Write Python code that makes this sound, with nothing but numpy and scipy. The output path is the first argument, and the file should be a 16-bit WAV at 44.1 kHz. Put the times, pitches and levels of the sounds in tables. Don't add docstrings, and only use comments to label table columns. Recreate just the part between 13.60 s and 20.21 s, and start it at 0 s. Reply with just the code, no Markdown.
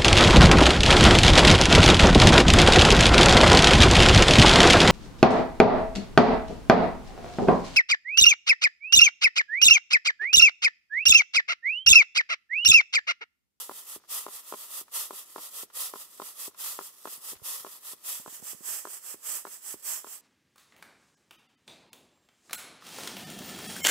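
import sys
import numpy as np
from scipy import signal
from scipy.fft import rfft, irfft, next_fast_len
from scipy.io import wavfile
from scipy.ndimage import map_coordinates

SR = 44100
rng = np.random.default_rng(int(sys.argv[2]) if len(sys.argv) > 2 else 0)


def master(y):
    cut = np.clip(np.atleast_2d(y).T, -1, 1)
    pcm = np.round(cut * 32767)
    wavfile.write(sys.argv[1], SR, pcm.astype(np.int16))


N = 291491

# (start_s, left_over_right_db, share of the sharper hiss [0-1])
LISTENER_VIEW = [(0, -0.7, 0.03), (2.0, -1.4, 0.01), (3.5, -1.5, 0.06), (4.4, -1, 0), (4.75, -2.5, 0.83),
                 (5.1, -4, 0.97), (5.7, -3, 0.96), (6.6, -3.5, 0.92)]
# (pitch_hz, left_db, right_db), both relative
BROAD_HISS_SPECTRUM = [(300, -52, -36), (1700, -55, -14), (2490, -16, -10), (2530, -3.5, -11.5),
                       (3100, -6, -3), (3380, 0, -3), (4070, -8, -4.5), (5000, -0.5, -4), (5750, -6, -2),
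                       (6700, -1, -4.5), (7600, 1, 1), (8900, 0, 1.5), (12600, 2, 1.9), (16500, -3.5, -3.5)]
# (start_s, peak_db, cutoff_hz [higher is firmer],
# rebound_delay_ms, rebound_peak_db, slide_level_db, slide_lag_s [from knock to the slide's peak])
RIM_KNOCKS = [(0.0928, -26, 1540, 18.3, -35, -41, 0.086), (0.6634, -26, 1390, 17.8, -34, -40.5, 0.095),
              (0.9224, -24.2, 1400, 14.6, -28, -40, 0.095), (1.5059, -27, 1410, 23.5, -39, -40, 0.076),
              (1.7587, -26.5, 1490, 21, -33, -39.5, 0.082), (2.3358, -27, 1500, 20.2, -34.5, -41.5, 0.068),
              (2.5973, -26.2, 1380, 20.5, -30, -41.1, 0.078),
              (3.188, -23.7, 1700, 20.7, -36.7, -42.5, 0.063),
              (3.4531, -25.5, 1650, 19, -30.7, -40.3, 0.076),
              (4.0455, -29.2, 1480, 18.6, -36, -43.5, 0.083), (4.6593, -32.5, 1495, 17, -36.5, -42, 0.084),
              (5.251, -27.2, 1730, 19.5, -34, -37.5, 0.083), (5.85, -27.5, 1770, 18, -34.7, -41, 0.08),
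              (6.443, -33, 1550, 25, -40.2, -41, 0.085)]
# (flick_s, thud_peak_db, cutoff_hz [lower is softer],
# sweep_level_db, sweep_swell_s, staying_level_db [grain that stays on the tray])
TRAY_TOSSES = [(0.3611, -35.5, 480, -39, 0.066, -70), (1.212, -42, 525, -35, 0.077, -63.5),
               (2.032, -36, 493, -36.5, 0.073, -67.5), (2.879, -34.5, 495, -36.5, 0.071, -63.5),
               (3.731, -37, 540, -37, 0.068, -60.5), (4.333, -42, 425, -38.5, 0.059, -59),
               (4.9314, -43, 405, -36.5, 0.059, -51), (5.5423, -37, 447, -37.5, 0.076, -56),
               (6.141, -33.5, 420, -37, 0.073, -53.5)]


def from_db(db):
    return 10 ** (np.asarray(db) / 20)


def rms_one(x):
    return x / np.sqrt(np.mean(x ** 2) + 1e-20)


def in_time(rows):
    s, *columns = np.transpose(rows)
    return [np.interp(np.arange(N) / SR, s, column) for column in columns]


def at_hz(points, hz):
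    point_hz, *columns = np.transpose(points)
    log_hz = np.log(np.maximum(hz, 1))
    return np.array([np.interp(log_hz, np.log(point_hz), column) for column in columns])


def pan(db):
    gains = from_db(np.array([[.5], [-.5]]) * db)
    return gains / np.sqrt(np.mean(gains ** 2, axis=0))


def cut(x, hz, kind, order=2):
    return signal.sosfilt(signal.butter(order, min(hz, .45 * SR), kind, fs=SR, output="sos"), x)


def resonance(x, hz, width_hz):
    radius = np.exp(-np.pi * width_hz / SR)
    feed = np.array([1, 0, -1]) * (1 - radius * radius) / 2
    feedback = [1, -2 * radius * np.cos(2 * np.pi * hz / SR), radius * radius]
    return signal.lfilter(feed, feedback, x + 1e-18)


def drift(rate_hz):
    knots = rng.standard_normal(4096)
    return rms_one(np.interp(np.arange(N) / SR * rate_hz, np.arange(len(knots)), knots))


def coloured(pair, spectrum):
    # (pitch_hz, correlation [0-1])
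    likeness = [(100, 0.4), (400, 0.88), (900, 0.92), (1400, 0.85), (3000, 0.21), (6000, 0), (16000, 0.058)]
    size = next_fast_len(N)
    hz = np.arange(size // 2 + 1) * SR / size
    both = rfft(pair, size)
    angle = np.arcsin(np.clip(at_hz(likeness, hz), -1, 1)) / 2
    mixed = both * np.cos(angle) + both[::-1] * np.sin(angle)
    return rms_one(irfft(mixed * from_db(at_hz(spectrum, hz)), size)[:, :N])


def add(out, s, sound):
    i = int(np.clip(round(s * SR), 0, N - 1))
    out[:, i:i + sound.shape[1]] += sound[:, :N - i]


def short_time():
    return np.arange(SR // 6) / SR


def surge(t, db, swell_s, fade_s, swell_shape=2, fade_shape=2):
    rise = np.abs(t / swell_s) ** swell_shape
    fall = np.abs(t / fade_s) ** fade_shape
    drop = np.where(t < 0, rise, fall)
    return from_db(db - 10 * np.minimum(drop, 20)) ** 2


def flow():
    # (thickest_s, level_db, swell_s, fade_s)
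    showers = [(-0.098, -30.1, 0.03, 0.14), (0.528, -31, 0.033, 0.1), (1.371, -30.5, 0.041, 0.093),
               (2.202, -31, 0.05, 0.093), (3.042, -33.5, 0.054, 0.13), (3.879, -34, 0.038, 0.14),
               (4.498, -35, 0.055, 0.11), (5.097, -31, 0.052, 0.12), (5.705, -31, 0.062, 0.1),
               (6.302, -31, 0.06, 0.1)]
    # (peak_s, level_db)
    roll_backs = [(0.897, -44), (1.717, -50), (2.551, -51), (3.399, -58)]
    trickle_db = -56.5
    sweep_lead_s, sweep_ease_s, lift_off_s, flight_s = 0.037, 0.069, 0.0076, 0.16

    t = np.arange(0, N, 44) / SR
    power = np.full(len(t), from_db(trickle_db) ** 2)
    for s, *_, staying_db in TRAY_TOSSES:
        power[(t > s) & (t < s + flight_s)] = from_db(staying_db) ** 2
    for s, _, _, db, swell_s, _ in TRAY_TOSSES:
        on_tray = np.exp(-np.maximum(t - s, 0) / lift_off_s)
        power += on_tray * surge(t - s + sweep_lead_s, db, swell_s, sweep_ease_s, swell_shape=2.3)
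    for s, db, swell_s, fade_s in showers:
        power += surge(t - s, db, swell_s, fade_s, swell_shape=2.68, fade_shape=2.68)
    for s, *_, db, lag_s in RIM_KNOCKS:
        power += surge(t - s - lag_s, db, swell_s=0.073, fade_s=0.055, swell_shape=1.4, fade_shape=2.35)
    for s, db in roll_backs:
        power += surge(t - s, db, swell_s=0.059, fade_s=0.059)
    return np.interp(np.arange(N) / SR, t, 10 * np.log10(power))


def impacts(per_s, spread_db):
    chance = np.clip(per_s / SR, 1e-4, 1)
    weight = np.clip(rng.standard_normal((2, N)), -2, 2)
    sizes = from_db(spread_db * weight) * rng.choice([-1, 1], (2, N))
    landed = rng.random((2, N)) < chance
    return rms_one(sizes * landed / np.sqrt(chance))


def patchy_bands(x, patchy_db, patch_hz, change_hz, size=512):
    hz, s, bands = signal.stft(x, SR, nperseg=size)
    place = np.meshgrid(hz / patch_hz, s * change_hz, indexing="ij")
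    fields = rng.standard_normal((2, 256, 256))
    swell = np.array([map_coordinates(field, place, order=1, mode="wrap") for field in fields])
    treble = hz[:, None] ** 2 / (hz[:, None] ** 2 + 1800 ** 2)
    patchy = bands * from_db(patchy_db * swell * treble)
    return rms_one(signal.istft(patchy, SR, nperseg=size)[1][:, :N])


def grain():
    # (pitch_hz, left_db, right_db), both relative
    sharp_hiss = [(100, -32, -29), (300, -17, -20), (590, -11, -11), (1350, -6.5, -14.5), (1820, -6, -5),
                  (2110, -10.5, -10.5), (3240, -6, -10.5), (3670, -20.5, -23.5), (5050, -2.5, -8),
                  (6300, -3, -1.5), (7750, -1.5, -4.5), (9400, -1.7, -4), (11000, -1, 2), (16300, -3, -2)]
    # (pitch_hz, left_db, right_db), both relative
    floor_murmur = [(60, -35, -36), (200, -21, -22), (340, -13.5, -15), (522, -4, -4), (620, -6, -6),
                    (734, -2.5, -15), (960, -0.5, -1.5), (1250, 2.5, 3), (1330, -7.5, 5.5), (1420, -29, 1),
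                    (1650, -4, -45), (1984, 2.5, -10), (2210, -25, -11.5), (4120, -12, -29)]
    flow_db = flow()
    side_db, sharp = in_time(LISTENER_VIEW)
    strength_db = flow_db + 35
    per_s = 26000 * from_db(.7 * strength_db)

    hits = impacts(per_s, spread_db=3.5)
    broad_part = np.sqrt(1 - sharp) * coloured(hits, BROAD_HISS_SPECTRUM)
    sharp_part = np.sqrt(sharp) * from_db(-2.5) * coloured(hits, sharp_hiss)
    sheen = resonance(impacts(per_s, spread_db=2.5), 7900, 1500)
    sheen = rms_one(resonance(sheen, 7900, 1500))
    sheen_part = np.sqrt(sharp) * from_db(-5.5 + 0.048 * strength_db) * sheen * pan(-14.0)
    hiss = patchy_bands(broad_part + sharp_part + sheen_part, patchy_db=2.5, patch_hz=192.0, change_hz=12)

    bass = cut(hiss, 2000, "low", order=1)
    treble = hiss - bass
    hiss = bass * pan(0.81 * side_db) * from_db(-.06 * strength_db) + treble * pan(side_db)

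    murmur = coloured(impacts(per_s, spread_db=4.5), floor_murmur)
    murmur_db = -50 + 0.85 * strength_db - 6.2 * sharp
    clumps_db = 0.86 * drift(110)
    return from_db(clumps_db) * (from_db(flow_db) * hiss + from_db(murmur_db) * murmur)


def strays(per_s=82, full_db=-54.5, follow=0.58):
    flow_db = flow()
    ticks = coloured(impacts(per_s, spread_db=3.5), BROAD_HISS_SPECTRUM)
    return ticks * from_db(full_db + follow * (flow_db - flow_db.max()))


def yard_air():
    # (pitch_hz, level_db [relative])
    air_spectrum = [(25, 0), (60, -8), (150, -2), (400, 4.5), (1100, -8.5), (2200, -4.5), (6000, -1),
                    (16000, -34)]
    return from_db(-68.5) * coloured(rng.standard_normal((2, N)), air_spectrum)


def tray(force, travel_s=0.00054, bend_hz=1150, bend_width_hz=750):
    # (pitch_hz, width_hz, level_db, left_over_right_db)
    tray_modes = [(214.5, 16, -8.5, -11), (329.5, 50, 2, -1), (393, 76, 5, 1.5), (498, 63, -2.5, -4),
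                  (597, 107, -2, 7.5), (780, 210, -12.5, 45), (980, 210, 1, 28), (1058, 136, 1, -11.5),
                  (1344, 204, 3.5, -29), (1725, 130, -1.5, 26)]
    force = force - 2 * resonance(force, bend_hz, bend_width_hz)
    force = force - 2 * resonance(force, 1.18 * bend_hz, 1.65 * bend_width_hz)
    out = 0
    for k, (hz, width_hz, db, side_db) in enumerate(tray_modes):
        lag = int(travel_s * SR * k / len(tray_modes))
        ring = np.pad(resonance(force, hz, width_hz), (lag, 0))[:len(force)]
        out = out + ring * from_db(db + rng.standard_normal()) * pan(side_db)
    return out


def blow(contacts, soft_hz, low_hz, crack_db, order=4):
    t = short_time()
    force = np.zeros(len(t))
    for s, db in contacts:
        force[int(s * SR)] += from_db(db)
    softened = cut(force, soft_hz, "low", order=order)
    body = cut(tray(softened), low_hz, "high")
    jolt = signal.fftconvolve(force, np.exp(-t / 0.0032))[:len(t)]
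    crack = resonance(jolt * rng.standard_normal((2, len(t))), 1600, 3800)
    return body / np.abs(body.mean(axis=0)).max() + from_db(crack_db) * crack / np.abs(crack).max()


def knocks(bounce_s=0.00486):
    out = np.zeros((2, N))
    for s, db, soft_hz, delay_ms, rebound_db, *_ in RIM_KNOCKS:
        first = blow([(0.00067, 0)], soft_hz=soft_hz, low_hz=268, crack_db=-12.5)
        add(out, s, from_db(db) * first)
        gaps = bounce_s * rng.uniform([0, .1, .9, 1.6], [0, .4, 1.12, 2.3])
        touches_db = np.array([0.0, -9, -4, -13]) + 2.0 * rng.standard_normal(4)
        rebound = blow(zip(gaps, touches_db), soft_hz=0.91 * soft_hz, low_hz=141, crack_db=-7)
        add(out, s + delay_ms / 1000, from_db(rebound_db) * rebound)
    return out


def thuds():
    out, t = np.zeros((2, N)), short_time()
    age = t / 0.0087
    heave = np.sin(2 * np.pi * 75 * t) * age * np.exp(-age)
    for s, db, soft_hz, *_ in TRAY_TOSSES:
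        thud = blow([(0, 0)], soft_hz=soft_hz, low_hz=115, crack_db=-36, order=2)
        add(out, s, from_db(db) * thud)
        add(out, s, from_db(db - 28.5) * heave * pan(-1.8))
    return out


def creaks_and_scuffs():
    small_sounds = [(0.398, -56.5, -16), (0.418, -62.5, -18), (0.437, -50, -21), (.447, -56, -3),
                    (1.28, -46.5, -10), (2.1, -47, -3), (2.911, -54.5, -14), (2.945, -47.5, -3),
                    (3.752, -52, 8), (3.765, -55, 8), (3.796, -52, -15)]
    out = np.zeros((2, N))
    for s, db, crack_db in small_sounds:
        gaps = rng.uniform([0, .002, .005], [0, .004, .009])
        steps = zip(gaps, [0, -4, -8])
        add(out, s, from_db(db) * blow(steps, soft_hz=2620, low_hz=860, crack_db=crack_db))
    return out


def yard_scatter(x, wet_db, t60):
    t = short_time()
    noise = cut(rng.standard_normal((2, len(t))), 3100, "low")
    tail = noise * from_db(-60 * t / t60) * (t > .004)
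    tail /= np.sqrt(np.sum(tail ** 2, axis=1, keepdims=True))
    return x + from_db(wet_db) * signal.fftconvolve(x, tail, axes=1)[:, :N]


def bumps():
    # (start_s, level_db, pitch_hz)
    dull_bumps = [(3.579, -53.5, 240), (3.721, -52, 200), (3.742, -58, 130), (3.757, -57, 80),
                  (3.818, -47.5, 114), (4.006, -57, 179), (4.597, -46, 217), (4.678, -39.5, 245),
                  (4.725, -50, 262), (4.797, -49.5, 263), (4.825, -43.5, 190), (4.946, -46.5, 186),
                  (5.007, -47, 250), (5.012, -52.5, 231)]
    out, t = np.zeros((2, N)), short_time()
    for s, db, hz in dull_bumps:
        age = t * hz / 0.33
        swing = np.sin(2 * np.pi * hz * t) * age * np.exp(1 - age)
        fading_noise = rng.standard_normal(len(t)) * np.exp(-t / 0.01)
        tap = cut(resonance(fading_noise, 370, 360), 1350, "low")
        bump = cut(swing, 0.38 * hz, "high") + from_db(-2.0) * tap / np.abs(tap).max()
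        add(out, s - .001, from_db(db) * bump * pan(-29.0))
    return out


def scene():
    blows = yard_scatter(knocks() + thuds() + creaks_and_scuffs(), wet_db=-22.5, t60=0.069)
    _, sharp = in_time(LISTENER_VIEW)
    n = np.arange(N)
    blows[1] = np.interp(n - .0001 * SR * (1 - sharp), n, blows[1])
    return grain() + strays() + blows + bumps() + yard_air()


def record(dry):
    thinned = cut(dry, 43, "high")
    steep = signal.ellip(12, .1, 80, 15600, fs=SR, output="sos")
    return signal.sosfilt(steep, thinned)


dry = scene()
out = record(dry)
master(out)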